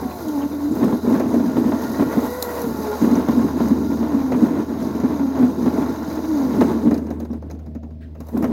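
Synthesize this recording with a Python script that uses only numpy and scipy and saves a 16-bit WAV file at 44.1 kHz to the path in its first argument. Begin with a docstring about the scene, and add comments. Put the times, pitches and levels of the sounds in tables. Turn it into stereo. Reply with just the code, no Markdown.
"""From the start a small electric kart is held back while its drive wheel spins and skips on a gritty road edge.
Noise through resonances makes the tyre drum the hollow shell, the frame rattle and the grit hiss; shaken sines
make thin motor rings at first, then a rough squeal. Landings thud, stones ping, and chain whine comes in spells.
Near the end the wheel coasts with a whirr and ticks of filtered noise, then bites again.
A distant machine, a few harmonics, and a noise bed of far traffic and leaves lie under it throughout."""
import sys
import numpy as np
from scipy import signal
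from scipy.fft import rfft, irfft, next_fast_len
from scipy.io import wavfile
from scipy.ndimage import map_coordinates

SR = 44100
rng = np.random.default_rng(int(sys.argv[2]) if len(sys.argv) > 2 else 0)


def wrap_up_sound(samples):
    """Save the sound to the file named by the first command line argument, as 16-bit audio."""
    columns = np.atleast_2d(samples).T
    # keep every value between -1 and 1, then stretch to whole-number steps
    tamed = np.clip(columns, -1, 1)
    steps = np.round(tamed * 32767).astype(np.int16)
    wavfile.write(sys.argv[1], SR, steps)


def volts_from_decibels(level):
    """Turn decibel levels (scalar or array-like) into linear amplitude factors."""
    exponent = np.asarray(level, float) / 20
    return 10 ** exponent


N = 375725


def unit(x):
    """Scaled to rms 1."""
    return x / np.sqrt(np.mean(x ** 2) + 1e-20)


def along(points, hz):
    """Reads (frequency [Hz], value) points on a log frequency axis."""
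    f, v = np.transpose(points)
    return np.interp(np.log(hz + 1), np.log(f + 1), v)


def curves(rows):
    """One value per sample for each column after the time."""
    s, *cols = np.transpose(rows)
    return [np.interp(np.arange(N) / SR, s, c) for c in cols]


def wobble(rate):
    """A smooth random curve with `rate` knots a second."""
    knots = rng.standard_normal(int(N * 200 / SR) + 4)
    return map_coordinates(knots, [np.arange(N) * rate / SR])


def filtered(x, response):
    """x times a complex response of frequency."""
    m = next_fast_len(N + SR // 4)
    return irfft(rfft(x, m) * response(np.fft.rfftfreq(m, 1 / SR)), m)[..., :N]


def coloured(x, spectrum):
    """x through a (frequency [Hz], gain [dB]) spectrum, scaled to rms 1."""
    return unit(filtered(x, lambda hz: volts_from_decibels(along(spectrum, hz))))


def modes(table):
    """Causal response of (centre [Hz], width [Hz], gain [dB]) resonances with alternating signs."""
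    def response(f):
        return sum((-1) ** k * volts_from_decibels(db) * 1j * f * width / (centre * centre - f * f + 1j * f * width)
                   for k, (centre, width, db) in enumerate(table))
    return response


def low_pass(hz):
    """Causal second-order roll-off."""
    return lambda f: hz * hz / (hz * hz - f * f + 1.4j * f * hz)


def grains(per_s, spread_db, bed):
    """Random contacts of very uneven size on a bed of noise."""
    hit = rng.random(N) < per_s / SR
    size = volts_from_decibels(spread_db * np.minimum(rng.exponential(size=N), 4)) * rng.choice([-1, 1], N)
    return unit(unit(hit * size) + bed * rng.standard_normal(N))


def bursts(rows, attack_s):
    """Envelope of (time [s], level [dB], t60 [s]) events: a quick rise, an exponential fall."""
    out, t = np.zeros(N + SR), np.arange(SR // 4) / SR
    for s, db, t60 in rows:
        fall = volts_from_decibels(db - 60 * t / max(t60, .005))
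        out[round(s * SR):][:len(t)] += fall * (1 - np.exp(-t / attack_s))
    return out[:N]


def shaken_tone(rows, shake):
    """A (time [s], frequency [Hz], level [dB]) tone, its phase shaken so it spreads into a narrow band."""
    hz, db = curves(rows)
    phase = 2 * np.pi * np.cumsum(hz) / SR + shake * wobble(90)
    return volts_from_decibels(db + 3 + 3 * wobble(30)) * np.sin(phase)  # +3 dB: sine peak over its rms


# How the wheel spins in the dirt: (time [s], grit level [dB], fineness of the dust: gain above 7 kHz [dB])
SPIN = [(0, -43, 1.5), (.6, -45.5, 1.5), (1.35, -44, -2), (1.75, -40, -1.5), (2.45, -41, 4.5),
        (2.9, -39.5, 0), (3.25, -41.5, -2), (4.25, -44.5, -2.5), (5.05, -45.5, -3), (6.5, -42, -2.5),
        (6.8, -45.5, -4), (7.0, -58, -4), (7.3, -89, -3), (8.0, -87, -8), (8.3, -57.5, 6), (8.4, -64, 7),
        (8.52, -58, -11)]
# Narrow ring of the frame: (frequency [Hz], width [Hz], level against the rattle at reference spin [dB])
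WHISTLE = (1402, 65, -16)


def tyre():
    """Spin throws grit and shakes the frame; bites drum the shell and shake the frame more."""
    grit_db, _ = curves(SPIN)
    spin_db = grit_db + 44  # above the reference spin, where grit is at -44 dB
    bite = bites()
    spin_rattle_db = -34 + 0.86 * spin_db
    drumming = bite + volts_from_decibels(-37.5 + 0.23 * spin_db)
    rattling = np.hypot(volts_from_decibels(spin_rattle_db), volts_from_decibels(-17) * bite)

    scrub = grains(500, spread_db=3.2, bed=0.8)  # the same contacts drive shell and frame
    rumble = coloured(rng.standard_normal(N), ROAD)
    drum = unit(shell(scrub)) + volts_from_decibels(-21.0) * rumble
    rattle = frame(scrub + 2.0 * grains(1500, spread_db=1.5, bed=0.41))
    grit = hiss(grains(3000, spread_db=4.0, bed=1.23))
    whistle = unit(filtered(rng.standard_normal(N), lambda f: modes([WHISTLE])(f) ** 2))

    skip = wobble(24)  # grip comes and goes for drum, rattle and grit at once
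    drum_db = 1.4 * skip + 1.2 * wobble(45)
    shake_db = 1.3 * skip + 1.3 * wobble(40)
    lurch_db = 1.67 * wobble(8)  # slower unevenness of the frame rattle
    spray_db = 1.3 * skip + .8 * wobble(12)
    whistle_db = spin_rattle_db + WHISTLE[2] + .5 * spin_db + 2 * wobble(14)  # follows spin most steeply
    return (drumming * volts_from_decibels(drum_db) * drum
            + volts_from_decibels(whistle_db) * whistle
            + rattling * volts_from_decibels(shake_db + lurch_db) * rattle
            + volts_from_decibels(grit_db + spray_db) * grit)


# The tyre bites the ground: (time [s], length before a fixed fall time is added [s], drumming gain [dB])
BITES = [(0, 0.046, -23), (0.236, 0.46, -35), (0.688, 0.15, -21.5), (0.816, 0.14, -18.5), (1.019, .48, -18),
         (1.533, 0.21, -16.5), (1.782, 0.39, -27.5), (1.985, 0.062, -20), (2.2, 0.05, -26),
         (2.613, 0.21, -25.5), (3, 0.23, -18), (3.276, 0.17, -17), (3.498, 0.31, -19.5),
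         (3.832, 0.33, -23.5), (4.103, 0.2, -31), (4.291, 0.32, -19), (4.663, 0.35, -23.5),
         (5.022, 0.43, -26), (5.385, 0.042, -19), (5.469, 0.052, -20.5), (5.557, 0.34, -21),
         (5.925, 0.48, -29), (6.427, 0.23, -21.5), (6.556, 0.41, -18.5), (6.996, 0.21, -29),
         (7.193, 0.18, -37), (7.287, 0.048, -35), (7.4, 0.13, -36.5), (7.593, 0.099, -41.5),
         (7.814, 0.11, -45), (8.311, .25, -21.5)]


def bites():
    """Gain of the drumming: each bite sets in, sags while it lasts and lets go."""
    rise_s, fall_s, sag_db_per_s = 0.036, 0.071, 6.5
    out = np.zeros(N + SR)
    for s, length, db in BITES:
        t = np.arange(round((length + fall_s) * SR)) / SR
        ramps = np.clip(np.minimum(t / rise_s, (t[-1] - t) / fall_s), 0, 1)
        out[round(s * SR):][:len(t)] += volts_from_decibels(db - sag_db_per_s * t) * ramps
    return out[:N]


# The wheel lands hard, levels before the layer trims: (time [s], shell push [dB], frame jar [dB])
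LANDINGS = [(0.421, -30, -32), (0.83, -10, -21), (0.879, -10, -23), (0.926, -2, -21.5), (1.094, -19, -24),
            (1.257, -1, -27), (1.398, -5, -23.5), (1.566, -22, -18), (1.719, -20, -18),
            (1.995, -0.5, -19.5), (2.012, -8.5, -26), (2.023, -8, -20), (2.063, -3.5, -28),
            (2.169, 3.5, -21.5), (2.64, -8.5, -27), (3.014, 0, -20.5), (3.044, 2.5, -20.5),
            (3.167, 1, -23.5), (3.285, 2, -18.5), (3.392, -3, -23.5), (3.603, 0, -19), (3.707, 3.5, -25),
            (4.027, -12, -24), (4.21, -8, -26), (4.343, 2, -24), (4.424, 3, -28), (4.555, -7, -25.5),
            (5.035, 3.5, -30), (5.195, -8.5, -25), (5.425, 0, -24.5), (5.576, -3.5, -43),
            (5.66, -0.5, -21.5), (5.676, -7.5, -25), (5.822, -6, -21), (5.861, -11, -30),
            (6.544, -2.5, -25), (6.607, -13, -15), (6.859, 0, -26.5), (6.872, 1, -27), (6.917, 1, -35),
            (6.978, -7, -43.5), (7.107, -11, -34), (7.2, -23, -38), (7.303, -8, -40), (7.438, -15, -59),
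            (7.68, -18, -55), (7.753, -11.5, -51), (7.831, -20, -42), (8.2, -18, -45), (8.367, -3, -25.5),
            (8.43, -2, -27)]


def landings():
    """Each landing is one soft push that rings the shell and a moment of frame rattle."""
    def push(rows):
        return shell(bursts([(s, db, 0.009) for s, db in rows], attack_s=0.0006))
    one_peak = np.abs(push([(0, 0.0044)])).max()
    thud = push([(s, db) for s, db, _ in LANDINGS]) / one_peak
    shakes = [(s, db, 0.086) for s, _, db in LANDINGS]
    cracks = [(s, db - 0.5, 0.01) for s, _, db in LANDINGS]  # the first instant of a jar
    jar = bursts(shakes + cracks, attack_s=0.0011) * frame(rng.standard_normal(N))
    return volts_from_decibels(-10.5) * thud + volts_from_decibels(-1.5) * jar


# Modes of the hollow shell: (frequency [Hz], width [Hz], gain [dB])
BODY = [(233.1, 37.9, -2), (256, 37.4, 1), (285, 64.5, -4.5), (427, 52.6, -10.5), (467, 106, -15.5)]
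# Rumble under the shell's modes, played by tyre(): (frequency [Hz], relative density [dB])
ROAD = [(30, -37), (55, -6), (100, 24.5), (170, 20.5), (220, -14)]


def shell(x):
    """The hollow body: its modes, deaf to sharp contact and too small to radiate deep bass."""
    def small(f):
        return (1 - low_pass(hz=110)(f)) * f * f / (f * f - 185 ** 2 - 1.2j * f * 185)
    return filtered(x, lambda f: modes(BODY)(f) * low_pass(hz=600)(f) ** 2 * small(f))


# Modes of the steel frame: (frequency [Hz], width [Hz], gain [dB])
FRAME = [(668, 65, 6), (830, 55, 5), (1140, 60, 3)]
# Broad colour of the rattle: (frequency [Hz], relative density [dB])
RATTLE = [(200, -35), (350, -1), (530, -4), (900, -4), (1300, -11.5), (1600, -14.5), (2100, -19),
          (2700, -27), (4000, -29.5), (8000, -120)]


def frame(x):
    """The steel frame: a broad rattle with a few modes standing out."""
    ring = filtered(x, lambda f: modes(FRAME)(f) * low_pass(hz=2000)(f) ** 2)
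    return unit(coloured(x, RATTLE) + 0.28 * unit(ring))


# Colour of the grit: (frequency [Hz], relative density [dB])
GRIT = [(1500, -30), (2600, -14), (3450, -13), (3600, -3), (4400, -5), (5000, -3), (6700, -1), (7300, -6),
        (8700, -15), (10000, -7), (11500, -3), (13300, -1), (15000, -4), (15900, -4)]
# Motor casing rings in the hiss: (frequency [Hz], width [Hz], gain [dB])
CASING = [(3680, 70, 0), (4050, 140, 2), (4800, 90, 0), (6090, 90, 0), (6530, 80, 0), (11200, 120, 0),
          (12930, 100, -2)]


def hiss(x):
    """Grit colour with the casing's rings; its treble follows the fineness of the dust."""
    casing = filtered(x, lambda f: 1 + .9 * np.abs(modes(CASING)(f)))
    ringing = coloured(casing, GRIT)
    top = filtered(ringing, lambda f: f > 7000)
    _, fineness_db = curves(SPIN)
    return ringing + (volts_from_decibels(fineness_db) - 1) * top


# Stones and wheel ticks, levels before the layer trims: (time [s], puff level [dB], scrape over puff [dB])
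TICKS = [(.283, -26, -6), (.751, -29.5, 6), (.8414, -24, -4), (1.1975, -25, 11), (1.3407, -28.5, 10),
         (2.425, -3, -23), (2.6167, -20, -13), (3.284, -25.5, 3), (3.684, -21, -19), (4.3185, -29.5, 16),
         (4.9997, -29.5, 6.5), (6.61, -20.5, 11), (6.909, -28.5, 13), (6.942, -24.5, -3),
         (6.977, -28.5, 0.5), (7.0663, -39, 7), (7.104, -30.5, 4.5), (7.1996, -30, 0.5), (7.2489, -38, 5),
         (7.33, -36.5, 5.5), (7.422, -45.5, 12), (7.499, -36, 5), (7.511, -31, -10), (7.5472, -50, 6),
         (7.59, -44, 5), (7.6615, -43.5, 4), (7.7493, -41, 8), (7.8308, -44, 3), (7.9047, -51, 9),
         (8.15, -50.5, 14.5), (8.203, -35.5, 5.5), (8.268, -41, 0), (8.285, -39, 2), (8.374, -29.5, -6),
         (8.424, -28.5, 10.5), (8.441, -28.5, 12)]
# Colour of the tyre dragging on grit: (frequency [Hz], relative density [dB])
SCRAPE = [(250, -26), (420, 10), (600, 7), (1000, -4), (1900, -10.5), (2800, -16.5), (4000, -44),
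          (7000, -120)]
# A soft drag while coasting: (time [s], level [dB], t60 [s])
SWISH = (8.005, -42.5, 0.21)


def ticks():
    """Short bright puffs of grit over a duller scrape, and one soft swish."""
    t60_s, drag_s_per_db = .042, .0012  # more scrape, longer puff
    puff = bursts([(s, db, t60_s + drag_s_per_db * rel_db) for s, db, rel_db in TICKS], attack_s=.0006)
    scrape = bursts([(s, db + rel_db, 2.4 * t60_s) for s, db, rel_db in TICKS], attack_s=0.0021)
    noise = rng.standard_normal((3, N))
    soft = coloured(noise[2], [(800, -18), (1600, 11), (3000, 1), (6000, -16), (12000, -20)])
    swish = bursts([SWISH], attack_s=0.017) * soft
    return volts_from_decibels(-7.0) * puff * hiss(noise[0]) + volts_from_decibels(-2.5) * scrape * coloured(noise[1], SCRAPE) + swish


# Small stones strike the frame: (time [s], level of the lower partial [dB], its frequency [Hz])
PINGS = [(.114, -38, 2450), (.2838, -33, 3200), (.417, -37, 2950), (.429, -35, 2600), (.719, -39, 7000),
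         (3.154, -31, 5900), (7.313, -49, 5500)]


def pings():
    """Each stone gives a short ring of two close partials."""
    out, t = np.zeros(N + SR), np.arange(SR // 10) / SR
    for s, db, hz in PINGS:
        ring = np.sin(2 * np.pi * hz * t)
        ring += .6 * np.sin(2 * np.pi * 1.07 * hz * t + 6 * rng.random())
        fall = volts_from_decibels(db - 60 * t / .032)  # t60 32 ms
        out[round(s * SR):][:len(t)] += fall * (1 - np.exp(-t / 0.00035)) * ring
    return out[:N]


# Chain drive, one list per spell, before the body colours it: (time [s], tooth rate [Hz], level [dB])
WHINE = [
    [(0, 378, -28), (.17, 358, -29), (.23, 326, -27), (.37, 283, -20), (.45, 285, -22), (.495, 298, -28)],
    [(.495, 305, -26), (.55, 300, -24), (.63, 284, -23), (.76, 318, -25), (.85, 335, -28)],
    [(2.08, 445, -34), (2.24, 475, -25), (2.37, 501, -25.5), (2.47, 482, -28), (2.63, 480, -26),
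     (2.68, 446.4, -33.5), (2.85, 427, -26.5), (3.0, 414, -23)],
    [(3.84, 301.4, -23), (3.97, 308.3, -42), (4.08, 299.3, -29), (4.16, 278.8, -20.5), (4.27, 264, -20),
     (4.37, 250, -20.5)],
    [(5.06, 288.8, -35), (5.17, 291.8, -25), (5.25, 270.2, -23.5), (5.36, 269, -28.5), (5.41, 244, -18),
     (5.5, 243, -21.5)],
    [(5.95, 324.8, -32.5), (6.2, 318, -30.5), (6.31, 313.6, -23), (6.37, 276, -20), (6.44, 263.2, -22),
     (6.55, 210, -35)],
]
# Overtones of the chain: (multiple of the tooth rate, level against the first [dB])
OVERTONES = [(2, -8), (3, -12), (4, -18)]
# Overtone gain in each spell, clear when the wheel runs free and muffled under load: gain [dB]
CLEAR_DB = [0, -5, 3.5, -7, -6, -6]
# What the body passes of the chain's tone: (frequency [Hz], gain [dB])
RADIATES = [(250, 0), (325, 0), (350, -15), (375, -19), (430, -4), (490, -5), (570, -12), (660, -7),
            (740, -1), (860, -7), (1000, -12), (1500, -15)]


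def whine():
    """Chain teeth give a slightly unsteady tone with a few overtones, coloured by the body."""
    out, t = 0, np.arange(N) / SR
    for rows, clear_db in zip(WHINE, CLEAR_DB):
        hz, db = curves(rows)
        fade = np.clip(np.minimum(t - rows[0][0], rows[-1][0] - t) / .03, 0, 1)
        jitter = .0115 - .0009 * clear_db  # the more muffled, the more the tooth rate shakes
        turn = 2 * np.pi * np.cumsum(hz * (1 + jitter * wobble(50))) / SR
        tone = volts_from_decibels(db + along(RADIATES, hz) + 3.2 * wobble(35)) * np.sin(turn)
        for k, rel_db in OVERTONES:
            over_db = db + rel_db + clear_db + along(RADIATES, k * hz) + 2.5 * wobble(40)
            tone += volts_from_decibels(over_db) * np.sin(k * (turn + .14 * wobble(60)))  # overtones blur
        out = out + np.sqrt(2) * fade * tone
    return out


# Rough ring while the wheel spins hard: (time [s], frequency [Hz], level [dB])
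SQUEAL = [(1.45, 1780, -120), (1.6, 1795, -50), (1.85, 1870, -47), (2.2, 1942, -46), (2.6, 1907, -45),
          (2.8, 1899, -120)]


def squeal():
    """A strongly shaken tone, heard as a rough narrow band."""
    return shaken_tone(SQUEAL, shake=2.2)


# Thin high ring of the motor at low spin: (time [s], frequency [Hz], level [dB])
CASING_RING = [(0, 4080, -64), (.15, 4110, -61), (.6, 4120, -61), (.72, 4030, -61), (1.0, 4030, -62),
               (1.3, 4050, -75), (1.5, 4050, -120)]
# Its lower partner: (time [s], frequency [Hz], level [dB])
LOWER_RING = [(0, 3700, -75), (.4, 3700, -63), (1.05, 3690, -61), (1.5, 3690, -100)]


def motor_rings():
    """Two thin high tones, lightly shaken."""
    return shaken_tone(CASING_RING, shake=0.94) + shaken_tone(LOWER_RING, shake=1.0)


# Breathy whirr while the wheel coasts: (time [s], frequency [Hz], level [dB])
COAST_WHIRR = [(7.2, 684, -120), (7.4, 679, -59), (7.9, 643, -54), (8.05, 617, -82), (8.2, 600, -120)]


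def coast_whirr():
    """A tone shaken so hard that it turns breathy."""
    return shaken_tone(COAST_WHIRR, shake=3.5)


# Distant machine: (time [s], frequency [Hz], level before the harmonic's own [dB])
HUM = [(0, 76.4, -40.5), (.28, 80, -47.5), (.66, 81, -41.5), (1.83, 79.3, -43.5), (3.7, 77.44, -37.5),
       (4.6, 80.15, -42.5), (6.57, 77.6, -41), (7.0, 77.5, -35), (8.52, 78.1, -37.5)]
# Its harmonics: (multiple, level [dB])
HUM_ORDERS = [(1, -0.5), (2, -11), (3, -10)]


def hum():
    """A low tone with two harmonics, each wavering a little."""
    hz, db = curves(HUM)
    turn = 2 * np.pi * np.cumsum(hz) / SR
    return np.sqrt(2) * sum(volts_from_decibels(db + rel_db + 1.1 * wobble(2.34)) * np.sin(k * turn)
                            for k, rel_db in HUM_ORDERS)


# Far traffic and leaves: (frequency [Hz], relative density [dB])
STREET = [(25, -24), (55, -3), (120, 4), (240, -4), (420, -25), (660, -9), (850, -44), (2000, -32),
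          (3000, -35.5), (5500, -42.5), (8500, -62), (13000, -64), (15800, -49)]


def street():
    """Coloured noise that slowly swells and sinks around -45.5 dB."""
    return volts_from_decibels(-45.5 + 0.98 * wobble(4.6)) * coloured(rng.standard_normal(N), STREET)


def scatter(x):
    """Reflections: fixed ones off the ground nearby, ever-changing ones off leaves and dust."""
    t = np.arange(SR // 20) / SR
    echo = rng.standard_normal(len(t)) * volts_from_decibels(-60 * t / 0.24)
    ground = signal.fftconvolve(x, echo / np.linalg.norm(echo))[:N]
    z = signal.stft(x, nperseg=256)[2]
    random_phase = np.exp(2j * np.pi * rng.random(z.shape))
    leaves = signal.istft(z * random_phase, nperseg=256)[1][:N]
    return .55 * ground + 1.2 * filtered(leaves, lambda hz: hz > 350)


# Nominal left-right likeness, before the scatter's own gains: (frequency [Hz], likeness [0 to 1])
ALIKE = [(300, 1), (800, .96), (1500, .9), (2500, .6), (5000, .35), (15000, .3)]


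def scene():
    """Direct sound at both ports plus scatter of opposite sign at each."""
    wheel = tyre() + landings() + ticks() + pings()
    tones = whine() + squeal() + motor_rings() + coast_whirr()
    direct = wheel + tones + hum() + street()

    def angle(hz):
        return np.arccos(np.clip(along(ALIKE, hz), 0, 1)) / 2
    soft_ends = signal.windows.tukey(N, .003)
    mid = filtered(direct, lambda hz: np.cos(angle(hz)))
    side = scatter(filtered(direct * soft_ends, lambda hz: np.sin(angle(hz))))
    return np.array([mid + side, mid - side])


def band_limit(x):
    """A steep low-pass at the top of the band."""
    return signal.sosfilt(signal.butter(12, 17010, fs=SR, output="sos"), x)


# Colour of the two ports: (frequency [Hz], left over right [dB])
PORTS = [(60, -9), (99, -1.5), (160, -1.5), (270, -1.5), (450, -2.5), (740, -7), (1220, -2), (2010, 1),
         (3330, 6.5), (5500, 9), (9080, 7), (15000, 4)]
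# Left port behind the right: (frequency [Hz], phase lag [rad])
LAG = [(0, -0.5), (200, 0.42), (700, 0.76), (1400, 1.11), (2400, 2), (4400, 5.5), (8800, 13), (16000, 20)]


def record(dry):
    """Two ports on a phone body: each has its own colour, the left one hears later."""
    def port(hz):
        return volts_from_decibels(along(PORTS, hz) / 2) * np.exp(-.5j * np.interp(hz, *np.transpose(LAG)))

    def response(hz):
        band = (hz < 15880) * (1 - low_pass(hz=40)(hz))
        return np.array([port(hz), 1 / port(hz)]) * band
    wet = filtered(dry, response)
    mix = wet / (1 + np.abs(wet / 1.3) ** 4) ** (1 / 4)  # soft overload towards 1.3
    return band_limit(mix)


dry = scene()
out = record(dry)
wrap_up_sound(out)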